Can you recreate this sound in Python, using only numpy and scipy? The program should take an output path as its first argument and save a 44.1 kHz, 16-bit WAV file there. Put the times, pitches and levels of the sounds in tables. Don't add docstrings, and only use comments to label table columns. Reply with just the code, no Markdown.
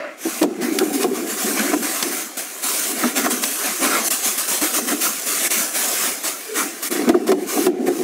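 import sys
import numpy as np
from scipy import signal
from scipy.fft import rfft, irfft
from scipy.io import wavfile
from scipy.ndimage import uniform_filter1d

SR = 44100
rng = np.random.default_rng(int(sys.argv[2]) if len(sys.argv) > 2 else 0)


def master(y):
    cut = np.clip(np.atleast_2d(y).T, -1, 1)
    pcm = np.round(cut * 32767)
    wavfile.write(sys.argv[1], SR, pcm.astype(np.int16))


N = 354151
TIME = np.arange(N) / SR

# (start [s], length [s], rise [s], hiss level [dB], rasp level [dB])
PULLS = [(0, 0.074, 0.0011, -64, -31.5), (0.151, 0.28, 0.15, -26.5, -30), (0.593, 0.064, 0.044, -29, -26),
         (0.698, 0.17, 0.043, -31, -34), (0.923, .025, 0.013, -24, -31),
         (0.982, 0.049, 0.039, -24.5, -25.5), (1.129, 0.045, 0.028, -30.5, -30.5),
         (1.243, 0.08, 0.062, -25.5, -29), (1.348, 0.17, 0.06, -23, -28), (1.54, 0.2, 0.035, -29.5, -24),
         (1.815, 0.27, 0.016, -24, -27), (2.104, 0.11, 0.017, -25, -30.5),
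         (2.366, 0.022, 0.0088, -23.5, -29), (2.613, 0.3, 0.032, -20, -28),
         (2.921, 0.16, 0.092, -23.5, -25), (3.142, 0.035, 0.032, -18.5, -19.5),
         (3.226, 0.03, 0.027, -21.5, -20.5), (3.292, 0.02, 0.02, -18.5, -24), (3.42, 0.021, .008, -21, -27),
         (3.524, 0.15, 0.18, -23, -21.5), (3.79, 0.076, 0.048, -20, -19), (3.868, .11, 0.078, -23.5, -19.5),
         (4.005, 0.11, 0.098, -15.5, -26), (4.21, 0.069, 0.048, -17.5, -26), (4.371, 0.013, .012, -18, -27),
         (4.464, 0.087, 0.032, -19, -26.5), (4.61, 0.044, 0.0065, -19, -23.5),
         (4.719, 0.068, 0.035, -17.5, -24.5), (4.87, 0.057, 0.011, -21.5, -23.5),
         (4.999, 0.061, 0.02, -18, -25), (5.245, 0.2, 0.033, -20.5, -27.5),
         (5.394, 0.053, 0.084, -16.5, -23), (5.5, 0.13, .01, -19, -25.5), (5.724, 0.27, 0.039, -19.5, -26),
         (5.944, .14, 0.11, -19, -24), (6.225, 0.056, 0.023, -21.5, -26.5),
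         (6.526, 0.082, 0.053, -20.5, -22.5), (6.818, 0.047, 0.014, -23, -29.5),
         (6.887, 0.044, 0.009, -23.5, -26.5), (6.94, 0.16, 0.015, -35, -29.5),
         (7.261, 0.039, 0.014, -30.5, -26.5), (7.449, 0.21, 0.065, -23.5, -27.5),
         (7.846, 0.035, 0.039, -30, -25.5)]
# (time [s], hiss level [dB])
DRAG = [(0, -54.5), (.55, -45), (.9, -34), (1.1, -37.5), (1.6, -25.5), (2.3, -39.5), (2.55, -32.5),
        (3.1, -38), (3.52, -24), (4.6, -29), (5.18, -26.5), (6.8, -35.5), (7.17, -44), (7.43, -38),
        (7.74, -51), (7.97, -33)]
# (time [s], length [s], level change [dB])
STALLS = [(4.095, 0.016, -36), (5.491, 0.023, -12), (6.898, 0.021, -17.5), (7.354, 0.055, -5)]
# (frequency [Hz], relative level [dB])
FILM_SPECTRUM = [(1500, -32), (2600, -3.5), (4900, -4.5), (6200, 2), (9800, 1), (16000, -4.5)]
FOLD_SPECTRUM = [(200, -29), (480, -0.5), (760, 2.5), (870, -8.5), (1050, 1.5), (2300, 0), (3100, -11.5),
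                 (5000, -10), (16000, -31)]
HOLLOW_SPECTRUM = [(95, -67), (150, -25), (178, -9.5), (228, -2), (295, 2.5), (367, -1), (430, -1),
                   (490, -9.5), (640, -16.5), (735, -8.5), (880, -25), (1500, -55)]
# (start [s], length [s], boom level [dB])
PRESSES = [(0.422, 0.081, -21.5), (0.567, 0.67, -19.5), (1.42, 0.36, -21.5), (2.014, 0.078, -24.5),
           (2.854, 0.26, -28.5), (3.15, 0.18, -22.5), (3.78, 0.067, -19.5), (4.747, 0.26, -28),
           (6.562, 0.08, -28), (6.886, 0.51, -20.5), (7.517, 0.22, -20.5), (7.771, 0.12, -17.5),
           (7.963, 0.1, -17.5)]
# (time [s], thud level [dB], wall pitch [Hz], clack level [dB])
KNOCKS = [(0.255, -17.5, 329, -48), (0.417, -12.5, 320, -18), (0.436, -15, 293, -18),
          (0.808, -14.5, 370, -34), (1.042, -13, 366, -19), (1.735, -17.5, 291, -17.5),
          (3.042, -15, 243, -19), (3.264, -32, 311, -17.5), (4.624, -21, 302, -37),
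          (4.782, -24.5, 394, -25.5), (4.919, -16, 289, -31), (6.995, -17, 298, -32),
          (7.074, -10, 248, -26), (7.094, -11, 335, -15), (7.147, -11, 354, -22), (7.288, -10.5, 391, -24),
          (7.319, -14, 374, -17), (7.574, -14.5, 296, -22), (7.668, -10.5, 360, -19),
          (7.881, -14, 353, -37)]
# (frequency [Hz], width [Hz], relative level [dB])
WALL_MODES = [(702, 49, 6), (1010, 57, 1.5), (1233, 180, -2)]
# (time [s], level [dB])
SNAPS = [(0.429, -17), (0.788, -13), (1.032, -18.5), (1.595, -19), (2.027, -13), (3.438, -14.5),
         (7.091, -20), (7.280, -25), (7.318, -21.5), (7.666, -21.5)]
# (peak time [s], spread [s], pitch at the peak [Hz], level [dB])
SCRAPES = [(0.812, 0.014, 1320, -27.5), (1.599, 0.011, 1450, -23), (3.04, 0.004, 1360, -15),
           (3.267, 0.0076, 1340, -20), (3.95, 0.051, 1260, -24), (5.068, 0.006, 1250, -24),
           (5.46, 0.015, 1970, -26), (6.605, 0.023, 1230, -26), (7.146, 0.0058, 1180, -22)]
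# (peak time [s], spread [s], pitch [Hz], level [dB])
SQUEAKS = [(.03, 0.084, 605, -30.5), (6.53, 0.049, 433, -29)]

HISS_TRIM_DB, RASP_TRIM_DB, BOOM_TRIM_DB = -0.43, -1.77, -0.65
COAST_DB_PER_S, HALT_DB_PER_S, HALT_WITHIN_S = 150, 600, 0.03
DRAG_RASP_DB, DRAG_RASP_FOLLOW = -23, 0.42
SLACK_BELOW_DB, SLACK_DB_PER_DB = -34, 0.97
SLACK_BAND_HZ = (2200, 12000)
CONTACT_DB, PUSH_DB = -6, -22.5


def film(sliding, folding):
    dull_db = SLACK_DB_PER_DB * np.maximum(SLACK_BELOW_DB - 20 * np.log10(sliding), 0)
    hiss = shaped(slips(per_s=1000, spread_db=2.1, share=0.45), FILM_SPECTRUM)
    hiss = steadied(creased(hiss, patchy_db=1.8, dull_db=dull_db), size=1500)
    rasp = shaped(slips(per_s=500, spread_db=5.1, share=0.4), FOLD_SPECTRUM)
    rasp = steadied(creased(rasp, patchy_db=2.5, dull_db=dull_db), size=1500)
    grip = gain_of(0.5 * wander(size=500))
    return grip * (gain_of(HISS_TRIM_DB) * hiss * sliding + gain_of(RASP_TRIM_DB) * rasp * folding)


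def pulls():
    drag_db = curve(DRAG)
    hiss_power = gain_of(drag_db) ** 2
    rasp_power = gain_of(DRAG_RASP_DB + DRAG_RASP_FOLLOW * drag_db) ** 2
    for start, length, rise, hiss_db, rasp_db in PULLS:
        halted = any(abs(start + length - knock[0]) < HALT_WITHIN_S for knock in KNOCKS)
        move = stroke(start, length, rise, sag=9.5, fade=HALT_DB_PER_S if halted else COAST_DB_PER_S)
        hiss_power += (gain_of(hiss_db) * move) ** 2
        rasp_power += (gain_of(rasp_db) * move) ** 2
    return np.sqrt(hiss_power), np.sqrt(rasp_power)


def slips(per_s, spread_db, share):
    clicks = (rng.random(N) < per_s / SR) * rng.choice([-1, 1], N)
    sizes = gain_of(spread_db * np.minimum(rng.exponential(1, N), 4))
    return rng.standard_normal(N) + share * unit_rms(clicks * sizes)


def creased(x, patchy_db, dull_db):
    hz, t, spectra = signal.stft(x, SR, nperseg=512, noverlap=384)
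    patches = uniform_filter1d(rng.standard_normal(spectra.shape), size=6, axis=0)
    patches = unit_rms(uniform_filter1d(patches, size=22, axis=1))
    treble = np.interp(np.log(hz + 1), np.log(SLACK_BAND_HZ), [0, 1])[:, None]
    spectra *= gain_of(patchy_db * patches - treble * np.interp(t, TIME, dull_db))
    return signal.istft(spectra, SR, nperseg=512, noverlap=384)[1][:N]


def sticking():
    return gain_of(sum(db * np.exp(-(2 * (TIME - at) / length) ** 4) for at, length, db in STALLS))


def container(pressure):
    rumble = steadied(shaped(rng.standard_normal(N), HOLLOW_SPECTRUM), size=2200)
    count = 220
    gap, pitch, phase, size = rng.random((count, 4)).T
    starts = np.cumsum(gap + 0.5) / np.sum(gap + 0.5) * TIME[-1]
    progress = np.interp(TIME, starts, np.arange(count))
    bump = progress.astype(int)
    hz = 215 + 190 * pitch[bump]
    swell = gain_of(6.1 * size[bump]) * np.sin(np.pi * (progress - bump)) ** 2
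    bumps = swell * np.sin(2 * np.pi * (hz * TIME + phase[bump]))
    return gain_of(BOOM_TRIM_DB) * pressure * (0.52 * unit_rms(bumps) + 0.55 * rumble)


def presses(folding):
    power = sum((gain_of(db) * stroke(start, length, rise=0.043, sag=0.5, fade=92)) ** 2
                for start, length, db in PRESSES)
    return np.sqrt(power + (gain_of(CONTACT_DB) * folding) ** 2)


def knocks():
    low_cut = signal.butter(2, 270, "highpass", fs=SR, output="sos")
    shake = steadied(signal.sosfilt(low_cut, shaped(rng.standard_normal(N), HOLLOW_SPECTRUM)), size=700)
    drive = rng.standard_normal(N)
    grip = 2 ** (0.087 * wander(size=9000))
    wood = np.array([steadied(resonate(drive, hz * grip, width), size=700) for hz, width, _ in WALL_MODES])
    out = np.zeros(N)
    for at, thud_db, hz, clack_db in KNOCKS:
        wall = np.sin(2 * np.pi * (hz * (TIME - at) + rng.random()))
        thud = gain_of(0.5) * wall + gain_of(-6.0) * shake
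        out += gain_of(thud_db) * blow(at + 0.004, rise=0.006, fall=0.028) * thud
        out += gain_of(thud_db + PUSH_DB) * blow(at + 0.0066, rise=0.008, fall=0.0073)
        hardness = np.clip((clack_db - thud_db - 4.5) / 12, -1, 1)
        weights = gain_of(np.array(WALL_MODES)[:, 2] + 3.3 * hardness * np.arange(len(WALL_MODES)))
        clack = weights @ wood / np.linalg.norm(weights)
        out += gain_of(clack_db) * blow(at + 0.0015, rise=0.003, fall=0.009) * clack
    return out


def snaps():
    band = signal.butter(1, [800, 7500], "bandpass", fs=SR, output="sos")
    crack = steadied(signal.sosfilt(band, rng.standard_normal(N)), size=400)
    return crack * sum(gain_of(db) * blow(at, rise=0.0011, fall=0.0048) for at, db in SNAPS)


def scrapes(width_hz=360, swing_octaves=0.39):
    drive = slips(per_s=500, spread_db=1.8, share=0.4)
    out = np.zeros(N)
    for at, spread, hz, db in SCRAPES:
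        age = (TIME - at) / spread
        pitch = hz * 2 ** (-swing_octaves * np.tanh(age / 2))
        ring = resonate(resonate(drive, pitch, width_hz), pitch, width_hz)
        out += gain_of(db) * blow(at, spread, spread) * steadied(ring, size=500)
    return out


def squeaks():
    out = np.zeros(N)
    for at, spread, hz, db in SQUEAKS:
        ring = signal.iirpeak(hz, Q=7, fs=SR)
        tone = signal.lfilter(*ring, signal.lfilter(*ring, rng.standard_normal(N)))
        out += gain_of(db) * np.exp(-((TIME - at) / spread) ** 2) * steadied(tone, size=1200)
    return out


def room(x, wet_db, t60, paths=10, echoes_per_s=2000):
    t = np.arange(SR // 4) / SR
    echoes = rng.choice([-1, 1], (paths, len(t))) * (rng.random((paths, len(t))) < echoes_per_s / SR)
    decay = (t > 0.001) * gain_of(-60 * t / t60)
    low_cut = signal.butter(2, 600, "highpass", fs=SR, output="sos")
    taps = signal.sosfilt(low_cut, echoes * decay)
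    shares = np.array([wander(size=9000) for _ in taps])
    shares /= np.linalg.norm(shares, axis=0)
    wet = signal.oaconvolve(x * shares, taps / np.linalg.norm(taps[0]), axes=1)
    return x + gain_of(wet_db) * wet.sum(0)[:N]


def stroke(start, length, rise, sag, fade):
    age = TIME - start
    attack = np.sin(np.pi / 2 * np.clip(age / rise, 0, 1)) ** 2
    return attack * gain_of(-sag * np.clip(age, 0, length) - fade * np.maximum(age - length, 0))


def blow(at, rise, fall):
    age = TIME - at
    return np.exp(-np.minimum((age / np.where(age < 0, rise, fall)) ** 2, 20))


def resonate(x, hz, width):
    turn = np.exp(2j * np.pi * np.cumsum(hz) / SR)
    pole = np.exp(-np.pi * width / SR)
    return (turn * signal.lfilter([1 - pole], [1, -pole], x / turn)).real


def shaped(x, spectrum):
    hz, db = np.transpose(spectrum)
    bin_db = np.interp(np.log(np.fft.rfftfreq(N, 1 / SR) + 1), np.log(hz), db)
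    return unit_rms(irfft(rfft(x) * gain_of(bin_db), N))


def wander(size):
    return unit_rms(uniform_filter1d(rng.standard_normal(N), size))


def steadied(x, size):
    power = uniform_filter1d(uniform_filter1d(x ** 2, size), size // 2)
    return x / np.sqrt(abs(power) + 1e-12)


def curve(rows):
    return np.interp(TIME, *np.transpose(rows))


def unit_rms(x):
    return x / np.sqrt(np.mean(x ** 2) + 1e-20)


def gain_of(db):
    return 10 ** (np.asarray(db) / 20)


def scene():
    sliding, folding = pulls()
    rubbing = film(sliding, folding) * sticking() + container(presses(folding))
    direct = rubbing + knocks() + snaps() + scrapes() + squeaks()
    return np.tile(room(direct, wet_db=-9.0, t60=0.07), (2, 1))


def record(dry, low_cut_hz=100, ceiling=0.7, top_hz=15720):
    thinned = signal.sosfilt(signal.butter(3, low_cut_hz, "highpass", fs=SR, output="sos"), dry)
    rounded = thinned / (1 + (thinned / ceiling) ** 8) ** (1 / 8)
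    band_limit = signal.firwin(1023, top_hz, window=("kaiser", 9), fs=SR)
    return signal.oaconvolve(rounded, band_limit[None], "same")


dry = scene()
out = record(dry)
master(out)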